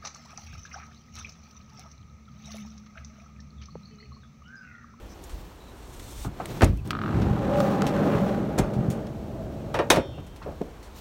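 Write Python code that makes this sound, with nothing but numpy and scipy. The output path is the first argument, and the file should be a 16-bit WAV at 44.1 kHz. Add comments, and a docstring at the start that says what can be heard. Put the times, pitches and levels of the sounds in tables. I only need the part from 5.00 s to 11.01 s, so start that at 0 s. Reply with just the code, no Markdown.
"""A van's sliding side door is opened from outside, an arm's length from a phone.
First, clothes rustle and far birds call in quiet outdoor air. A hand pulls the handle, the latch lets
go and the door's outer skin booms (1.6 s). The door creaks out of its frame, rumbles along its rail
and knocks over a joint (3.6 s). It clunks into the end catch (4.9 s), whose steel rings on.
Last, a foot lands on the hollow step (5.6 s)."""
import sys
import numpy as np
from scipy import signal
from scipy.fft import rfft, irfft
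from scipy.io import wavfile
from scipy.ndimage import uniform_filter1d

SR = 44100
rng = np.random.default_rng(int(sys.argv[2]) if len(sys.argv) > 2 else 0)


def store_pcm(level_fs):
    """Save levels as 16-bit WAV."""
    pcm = np.round(np.clip(level_fs, -1, 1) * 32767).astype(np.int16)
    wavfile.write(sys.argv[1], SR, np.atleast_2d(pcm).T)


N = 264858
TIME = np.arange(N) / SR
RING_TIME = TIME[:SR]  # one second for each hit to die away
SLAM_S = 4.905  # the door hits the end catch

# The roller arm sticks and slips as the door swings out, then snaps over chips on the rail.
# Each row: start in seconds, level in dB.
ARM_JOLTS = [(1.9068, -16), (1.931, -21), (1.951, -21), (1.968, -25), (1.989, -22.5), (2.0153, -21.5),
             (2.0368, -22), (2.0602, -24), (2.078, -26), (2.091, -28), (2.111, -30), (2.128, -27),
             (2.586, -32), (2.6034, -22.5), (2.821, -24.5)]
# The door gets two shoves, then coasts. 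Each row: time in seconds, share of top speed.
DOOR_SPEED = [(1.848, 0.14), (2.0, 0.16), (2.2, 0.49), (2.4, 0.4), (2.56, 0.72), (2.85, 0.74), (3.13, 1),
              (3.45, 0.46), (3.97, 0.39), (4.12, 0.14), (4.9, 0.19)]
# The broad tone of rolling on the rail. Each row: frequency in Hz, relative level in dB.
RAIL_TONE = [(30, -11), (60, -5), (95, -3), (140, 3), (250, -4.5), (500, -8), (750, -13), (1000, -11),
             (1500, -19), (2100, -26.5), (3700, -34.5), (5000, -38.5), (9000, -47), (16000, -30.5)]
# How loud the grit is: dB at top speed, dB per tenfold speed, dB per second as the door moves away.
GRIT_LOUDNESS = (-28.5, 21.4, -5)


def door_blows():
    """Metal meets metal at the latch, rail joint and end stop: each crack rings the steel shell."""
    # Each row: start in seconds, then thud, knock, clack and tick (low to high) in dB,
    # then ring time in seconds.
    hits = [(1.6084, -17, -20.5, -26, -51, 0.045), (1.6189, -18, -15, -22.5, -36.5, 0.13),
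            (1.624, -10, -8, -41, -46, 0.042), (1.632, -12.5, -19, -28.5, -38, 0.25),
            (1.644, -31, -45, -43, -24.5, 0.05), (3.579, -60, -21, -38, -45, 0.35),
            (3.586, -8.5, -22, -34.5, -29.5, 0.1), (4.7421, -38, -20.5, -31.5, -46.5, 0.22),
            (4.789, -24, -16, -27, -48, 0.069), (4.797, -46, -17, -34, -56, 0.18),
            (4.9017, -22.5, -9.5, -17.5, -21, 0.24), (4.959, -31, -23, -26.5, -38, 0.19),
            (4.970, -11.5, -8, -54, -60, 0.092)]
    # The notes of the door's shell. Each row: pitch in Hz, relative level in dB, ring time in seconds.
    shell_notes = [(390, -7, .3), (539, 3, .24), (575, -4, .35), (675, -1, .2), (895, 1, .17),
                   (951, 2, .18), (1204, -9, .27), (1614, -9, .25), (1758, -6, .22), (1850, -6, .2),
                   (2453, -6, .23), (3435, -9, .17), (3767, -12, .15), (3853, -12, .15), (5617, -12, .11)]
    out = np.zeros(N)
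    for start, thud, knock, clack, tick, ring_s in hits:
        tone = [(60, thud - 9), (180, thud - 1), (500, knock - 4), (2000, clack),
                (8000, tick + 0.5), (16000, tick - 6)]
        add(out, start, burst(tone, ring_s, damping=0.22, rise_cycles=1))
        crack = unit(band(noise(SR), 5500, 10000)) * fade(0.018)
        add(out, start, undb(tick + 2) * crack)
        # The seal shortens the ringing until the door is out of its frame.
        ring_share = 0.16 if start < ARM_JOLTS[0][0] else 1
        # A harder hit brings out the higher notes.
        notes = [(hz, db + np.interp(hz, [700, 3000], [knock, clack + 9]), note_s * ring_share)
                 for hz, db, note_s in shell_notes]
        add(out, start, undb(-15.5) * ring(notes, scatter_db=1.5))
    return out


def joint_ping():
    """The end of the rail pings as the rollers cross the joint."""
    # The rail's notes. 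Each row: pitch in Hz, relative level in dB, ring time in seconds.
    rail_notes = [(2090, -3, .15), (6385, -14, .2), (6520, -13, .17), (7450, 0, .07)]
    out = np.zeros(N)
    add(out, 3.586, undb(-35) * ring(rail_notes, scatter_db=.5))
    return out


def end_catch():
    """The striker, a steel part, hits the catch: it rings loud and short, the catch soft and long."""
    # The notes of both parts. Each row: pitch in Hz, relative level in dB, ring time in seconds.
    striker_notes = [(3290, -5, .07), (3521, -5, .11), (3682, -3, .09), (3790, -4, .08), (4050, -7, .06),
                     (5380, -4, .07), (6011, -7, .08), (6438, -7, .09)]
    catch_notes = [(3133, -3, 1.3), (3327, -5, 1.1), (3424, -7, 1.), (3628, 3, .8), (4285, -11, .9),
                   (4409, -14, .9), (5184, -11, .7), (5469, -1, .58), (5766, -9, .55), (7445, -8, .4)]
    out = np.zeros(N)
    add(out, SLAM_S, undb(-15.5) * ring(striker_notes, scatter_db=.5))
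    add(out, SLAM_S, undb(-42.5) * ring(catch_notes, scatter_db=.5))
    return out


def skin_boom():
    """The door's big outer skin heaves slowly and booms; dents in the rail give it shorter thuds."""
    # The skin's deep notes. Each row: pitch in Hz, relative level in dB, ring time in seconds.
    skin_notes = [(55, 0, 0.27), (77, -2, .2), (93, 2, 0.18), (150, -6, 0.15), (188, -5, .18)]
    # The door springs off its seal, rebounds, and later hits the stop.
    # Each row: start in seconds, level in dB.
    heaves = [(1.633, -8.5), (1.6956, -14.5), (1.732, -20), (4.916, -26)]
    # Rollers drop into the deepest dents. Each row: start in seconds, relative level in dB.
    dents = [(2.154, -21), (2.227, -22), (2.309, -20), (3.151, -21), (3.765, -24), (3.789, -23),
             (3.884, -21)]
    dent_notes = [(130.3, 1.5, 0.14), (172, -3, 0.3), (214, -6, 0.27)]  # rows as in skin_notes
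    out = np.zeros(N)
    for start, db in heaves:
        add(out, start, undb(db) * ring(skin_notes, random_sign=False))
    for start, db in dents:
        add(out, start, undb(db + 3) * ring(dent_notes, random_sign=False))
    return band(out, 43.4, 610)


def soft_knocks():
    """Hand, handle and feet make padded knocks: a brief note, a short clatter and a low thud."""
    # Each row: start in seconds, relative knock level in dB, pitch in Hz, thud level in dB,
    # ring time in seconds.
    touches = [(1.247, -30.5, 824, -24.5, 0.21), (1.4, -23.5, 730, -50, 0.17),
               (5.048, -32.5, 386, -35, 0.99), (5.179, -36, 700, -31, 0.24),
               (5.417, -39.5, 1090, -36.5, 0.44), (5.461, -29.5, 558, -37, 0.32),
               (5.474, -30.5, 418, -56, 0.33)]
    out = np.zeros(N)
    for start, knock, hz, thud, ring_s in touches:
        push = (1 - np.exp(-RING_TIME * hz)) * fade(min(ring_s / 2, 20 / hz))
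        add(out, start, undb(knock + 7.5) * push * np.sin(2 * np.pi * hz * RING_TIME))
        clatter_tone = [(hz / 8, knock - 28), (hz / 2, knock - 11), (hz, knock),
                        (hz * 2, knock - 14), (hz * 16, knock - 52)]
        add(out, start, undb(-4) * burst(clatter_tone, ring_s, damping=.15, rise_cycles=1))
        thud_tone = [(60, thud - 2), (170, thud), (500, thud - 22), (2000, thud - 70)]
        add(out, start, burst(thud_tone, ring_s, damping=0.048, rise_cycles=0.99))
    return out


def small_clicks():
    """Linkage, grit and loose fittings snap sharply; the sound scatters faintly off the van's side."""
    # Each row: start in seconds, relative treble and body levels in dB, ring time in seconds.
    snaps = [(0.239, -32, -44, 0.1), (0.295, -37.5, -40, 0.28), (0.996, -33, -33.5, 0.064),
             (1.457, -20.5, -25, 0.027), (1.773, -32, -39, 0.033), (1.875, -29, -36, 0.04),
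             (1.9067, -21.5, -13, 0.042), (2.218, -42, -29, 0.17), (2.6034, -23, -17.5, 0.028),
             (2.82, -24, -16.5, 0.025), (2.867, -25, -21.5, 0.15), (3.902, -26, -31, 0.2),
             (3.736, -40, -37.5, 0.24), (4.069, -44, -35.5, 0.067), (5.266, -39.5, -43, 0.13),
             (5.361, -38.5, -38.5, .12), (5.426, -58, -34.5, .09), (5.829, -41, -42, 0.43)]
    sharp_start = undb(-12.5) + undb(-11) * fade(0.0035)
    out = np.zeros(N)
    for start, treble, body, ring_s in snaps:
        tone = [(250, body - 25), (1500, body - 3), (4000, body - 2),
                (8000, treble - 3), (16000, treble - 9)]
        add(out, start, burst(tone, ring_s, damping=0.15, rise_cycles=0.09) * sharp_start)
    return out


def arm_creak():
    """Each jolt of the roller arm is a dry ping with a faint scatter; a quick run of them creaks."""
    # The arm's notes. Each row: pitch in Hz, relative level in dB, ring time in seconds.
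    arm_notes = [(1262, 0, .03), (1370, -3, .019), (1520, -7, .012), (2380, -11, .012), (2750, -14, .011),
                 (3410, -20, .013), (3950, -19, .012)]
    scatter_tone = [(700, -15), (1400, 0), (3800, -7), (8000, -26)]
    onset = 1 - fade(.002)
    out = np.zeros(N)
    for start, db in ARM_JOLTS:
        scatter = unit(colour(noise(SR), scatter_tone)) * fade(.06)
        ping = ring(arm_notes, random_sign=False)
        add(out, start, undb(db) * (ping + undb(-18) * scatter) * onset)
    return band(out, 800, 5500)


def rolling():
    """Rollers run over the gritty rail and shake the door: bright and lumpy when fast, smooth when slow."""
    # Pitches at which the door hums. Each row: pitch in Hz, width in Hz, boost in dB.
    hum_peaks = [(211, 19, 10), (311, 110, 4.5), (586, 140, 11.5), (804, 17, 7)]
    # The outer skin's low rumble, strongest as the door swings out close by.
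    # Each row: time in seconds, level in dB.
    skin_levels = [(1.7, -29.5), (2.05, -36.5), (2.18, -22.5), (2.66, -38.5), (4.9, -40)]
    shaking = colour(noise(), RAIL_TONE, hum_peaks)
    speed = door_speed()
    rumble = steady(band(shaking, 122.3, 363)) * undb(2 * speed * drift(22.11))
    hum = steady(band(band(shaking, 367, 877), 367, 877)) * undb(1.05 * speed * drift(25.94))
    hiss = unit(band(shaking, 987, 10000)) * undb(1.2 * speed * drift(30) + 1.8 * drift(400))
    skin_db = np.interp(TIME, *np.transpose(skin_levels), left=-np.inf, right=-np.inf)
    return (rumble * rolling_gain(top_db=-21, speed_db=12.9, away_db=-2.38)
            + hum * rolling_gain(top_db=-27.5, speed_db=19.4, away_db=0)
            + hiss * rolling_gain(*GRIT_LOUDNESS)
            + steady(band(shaking, 48, 115)) * undb(skin_db))


def rail_scrape():
    """At top speed a roller scrapes the side of the rail."""
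    rasp = band(colour(noise(), RAIL_TONE), 1000, 3200) * undb(4 * drift(350))
    return undb(-37) * unit(rasp) * hump(peak_s=3.12, spread_s=.11)


def sand_cracks():
    """Grains of sand crack under the rollers at random, more often the faster the door moves."""
    grains_per_s = 60 * door_speed()
    cracks = (rng.random(N) < grains_per_s / SR) * noise()
    snap = band(noise(SR), 1300, 4200) * fade(.03)
    return undb(-4) * rolling_gain(*GRIT_LOUDNESS) * signal.fftconvolve(cracks, snap)[:N]


def singing_panels():
    """The hollow door sings: each wavering note swells as the rollers pass one stretch of rail."""
    # Each row: pitch in Hz, width in Hz, level in dB, loudest moment in seconds, spread in seconds.
    panel_notes = [(193, 14, -29.5, 2.85, .5), (546, 12, -31, 2.58, .2), (576, 12, -30, 2.58, .14),
                   (582, 28, -30.5, 3.1, .18), (783, 16, -36, 2.65, .25), (815, 16, -37, 2.68, .35),
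                   (1205, 60, -43, 2.62, .22), (650, 40, -46, 4.3, .45)]
    out = 0
    for hz, width, db, peak_s, spread_s in panel_notes:
        pitch = hz * (1 + .004 * drift(5))
        phase = 2 * np.pi * np.cumsum(pitch) / SR
        note = drift(2 * width) * np.sin(phase) + drift(2 * width) * np.cos(phase)
        out = out + undb(db) * unit(note) * hump(peak_s, spread_s)
    return out


def footstep():
    """A soft sole presses the hollow step: one round thump that dies away in the floor."""
    land_s = 5.617
    press = hump(land_s, spread_s=.007)
    add(press, land_s, undb(-11.5) * fade(0.39))
    return undb(-23.5) * press * steady(band(noise(), 170, 540), size=600)


def handle_pull():
    """The handle scrapes as the hand works it against the door seal."""
    tone = [(30, 4), (150, 11.5), (600, 0), (1500, -11), (4000, -19), (15000, -31)]
    scrape = unit(colour(noise(), tone)) * undb(1.8 * drift(90))
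    return undb(-36.5) * scrape * swell(1.3, length_s=0.31, rise_s=0.18, fall_s=0.016)


def sleeve_swish():
    """A sleeve sweeps forward, ever louder, until the hand lands on the handle."""
    # The sliding cloth's faint squeak. Each row: pitch in Hz, width in Hz, boost in dB.
    squeak = [(3570, 110, 8)]
    tone = [(300, -14), (1500, -2), (3500, 2), (8500, 3.5), (16000, -6)]
    land_s, rise_s, hold_s, fall_s = 1.255, 0.23, 0.036, 0.015
    rising = (TIME - land_s + hold_s) / rise_s
    falling = (land_s - TIME) / fall_s
    reach = np.exp(np.minimum(rising, falling).clip(max=0))
    return undb(-45) * reach * unit(colour(noise(), tone, squeak)) * undb(1.5 * drift(110))


def clothes_rustle():
    """Cloth brushes and hisses as the body moves, and still stirs faintly in between."""
    # The tone of the cloth. Each row: frequency in Hz, relative level in dB.
    cloth_tone = [(700, -19), (1800, -5.5), (3500, -2), (5000, -1.5), (8000, -9), (16000, -8.5)]
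    # Brushing moves. Each row: start in seconds, length in seconds, level in dB.
    moves = [(0.212, 0.34, -60.5), (1.444, 0.39, -54), (1.844, 0.088, -43), (2.558, 0.23, -47.5),
             (3.018, 0.39, -58), (3.897, 0.07, -55), (5.946, 0.17, -50)]
    cloth = unit(colour(noise(), cloth_tone)) * undb(1.5 * drift(120))
    strokes = sum(undb(db) * swell(start, length, rise_s=0.023, fall_s=0.16)
                  for start, length, db in moves)
    return (undb(-64.5) + strokes) * cloth


def air_puffs():
    """The moving arm pushes soft, very low puffs of air against the microphone."""
    # Each row: start in seconds, length in seconds, level in dB.
    puffs = [(0.27, 0.17, -40.5), (1.136, 0.12, -38)]
    gusts = sum(undb(db) * swell(start, length, rise_s=0.044, fall_s=0.044)
                for start, length, db in puffs)
    return gusts * unit(band(noise(), 30, 70))


def far_birds():
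    """Thin, far calls, smeared by the trees into narrow bands of noise."""
    # Each row: start in seconds, length in seconds, pitch in Hz, width in Hz, level in dB.
    calls = [(.09, .05, 5600, 1300, -57), (.6, .13, 3900, 260, -64), (1.77, .04, 2560, 200, -57),
             (5.125, .08, 2750, 300, -57)]
    out = 0
    for start, length, hz, width, db in calls:
        call = unit(band(noise(), hz - width / 2, hz + width / 2))
        out = out + undb(db) * call * swell(start, length, rise_s=0.0034, fall_s=0.0034)
    return out


def outdoor_air():
    """Quiet open air: a light breeze stirs the bass, while the distant hiss stays nearly even."""
    # The tone of the air. Each row: frequency in Hz, relative level in dB.
    air_tone = [(18, -42), (28, -4.5), (55, 3.5), (76, -4.5), (180, -13), (363, -14), (545, -18.5),
                (936, -19.5), (1190, -22), (3820, -36.5), (16000, -51.5)]
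    air = unit(colour(noise(), air_tone))
    bass = band(air, 6.4, 124) * undb(1.2 * drift(8))
    middle = band(air, 159, 2360) * undb(1.5 + .6 * drift(6))
    leaves = band(air, 1820, 23000) * undb(2.5 + .4 * drift(4))
    return undb(-44) * (bass + middle + leaves)


def door_speed():
    """The door's share of its top speed at every sample."""
    return np.interp(TIME, *np.transpose(DOOR_SPEED))


def rolling_gain(top_db, speed_db, away_db):
    """Rolling lasts until the slam; it changes by speed_db per tenfold speed and away_db per second."""
    start, edge_s = DOOR_SPEED[0][0], 0.0045
    moving = swell(start, SLAM_S + edge_s - start, edge_s, edge_s)
    return moving * undb(top_db + speed_db * np.log10(door_speed()) + away_db * (TIME - start))


def ring(notes, scatter_db=1, random_sign=True):
    """The fading notes of a struck part; chance stands in for how the spot hit changes each one."""
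    out = 0
    for hz, db, ring_s in notes:
        size = undb(db + scatter_db * rng.standard_normal())
        sign = rng.choice([-1, 1]) if random_sign else 1
        out = out + size * sign * fade(ring_s) * np.sin(2 * np.pi * hz * RING_TIME)
    return out


def burst(tone, ring_s, damping, rise_cycles):
    """Countless panel notes blur into noise, octave by octave: lows build slowly, highs die first."""
    hz, db = np.transpose(tone)
    out = 0
    for centre in 1000 * 2. ** np.arange(-4, 5):
        rise = 1 - np.exp(-RING_TIME * centre / rise_cycles)
        shape = rise * fade(ring_s * (centre / 1000) ** -damping)
        octave = band(noise(SR + SR // 8), centre / np.sqrt(2), centre * np.sqrt(2))[-SR:]
        gain = undb(np.interp(np.log(centre), np.log(hz), db))
        out = out + gain * unit(octave * shape) * np.sqrt(np.mean(shape ** 2))
    return out


def fade(ring_s):
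    """Die away by 60 dB over the ring time."""
    return np.exp(-np.log(1000) * RING_TIME / max(ring_s, 1e-3))


def swell(start, length_s, rise_s, fall_s):
    """Rise, hold and fall, all within the length."""
    return np.clip(np.minimum((TIME - start) / rise_s, (start + length_s - TIME) / fall_s), 0, 1)


def hump(peak_s, spread_s):
    """A bell-shaped rise and fall."""
    return np.exp(-((TIME - peak_s) / spread_s) ** 2)


def noise(samples=N):
    """Plain white hiss."""
    return rng.standard_normal(samples)


def drift(rate):
    """A smooth random wobble of size about 1, with `rate` new values a second."""
    step = max(int(SR / rate), 1)
    stairs = np.repeat(noise(N // step + 1), step)
    return unit(uniform_filter1d(stairs, step)[:N])


def colour(x, tone, peaks=()):
    """Filter by a broad tone of (Hz, dB) points, with narrow peaks or dips on top."""
    freqs = np.fft.rfftfreq(len(x), 1 / SR) + 1e-3
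    hz, db = np.transpose(tone)
    gain_db = np.interp(np.log(freqs), np.log(hz), db)
    for centre, width, boost in peaks:
        gain_db = gain_db + boost / (1 + (2 * (freqs - centre) / width) ** 2)
    return irfft(rfft(x) * undb(gain_db), len(x))


def band(x, low_hz, high_hz):
    """Keep the sound between two frequencies."""
    edges = [low_hz, min(high_hz, SR * .48)]
    return signal.sosfilt(signal.butter(3, edges, "band", fs=SR, output="sos"), x)


def steady(x, size=3500):
    """Even out the slow swells of a noise, leaving an average level of 1."""
    return x / np.sqrt(uniform_filter1d(x ** 2, size) + 1e-18)


def unit(x):
    """Scale to an average (rms) level of 1."""
    return x / np.sqrt(np.mean(x ** 2) + 1e-18)


def undb(db):
    """Turn decibels into a multiplier."""
    return 10 ** (np.asarray(db) / 20)


def add(out, start, x):
    """Mix x in at `start` seconds."""
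    i = max(int(start * SR), 0)
    out[i:i + len(x)] += x[:N - i]


def auto_volume(x, above_db=-19, share=.85, attack_s=.028, release_s=.33, block=220):
    """The phone turns itself down just after loud blows and recovers slowly."""
    power = uniform_filter1d(x ** 2, block)[::block]
    level_db = 10 * np.log10(np.maximum(power, 1e-12))
    cut_db = [0]
    for wanted_db in share * np.maximum(level_db - above_db, 0):
        lag_s = attack_s if wanted_db > cut_db[-1] else release_s
        cut_db.append(cut_db[-1] + (wanted_db - cut_db[-1]) * block / SR / lag_s)
    return x * undb(-np.interp(np.arange(N), block * np.arange(len(cut_db)), cut_db))


def scene():
    """All the sources together, in one channel."""
    hits = door_blows() + joint_ping() + end_catch() + skin_boom()
    small_sounds = soft_knocks() + small_clicks() + arm_creak() + footstep()
    sliding = rolling() + rail_scrape() + sand_cracks() + singing_panels()
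    person = handle_pull() + sleeve_swish() + clothes_rustle() + air_puffs()
    return (hits + small_sounds + sliding + person + far_birds() + outdoor_air())[None]


def record(dry):
    """The phone colours the treble, turns down after blows, clips peaks and cuts the highest sounds."""
    # Dips caused by the microphone's opening. Each row: frequency in Hz, width in Hz, change in dB.
    opening_dips = [(4930, 370, -5.5), (10500, 1100, -6.5)]
    coloured = colour(dry[0], [(20, 0), (16000, 0.009)], opening_dips)
    clipped = np.clip(auto_volume(coloured), -.9, .9)
    top_cut = signal.ellip(10, .2, 80, 15900, fs=SR, output="sos")
    return signal.sosfilt(top_cut, clipped)[None]


dry = scene()
out = record(dry)
store_pcm(out)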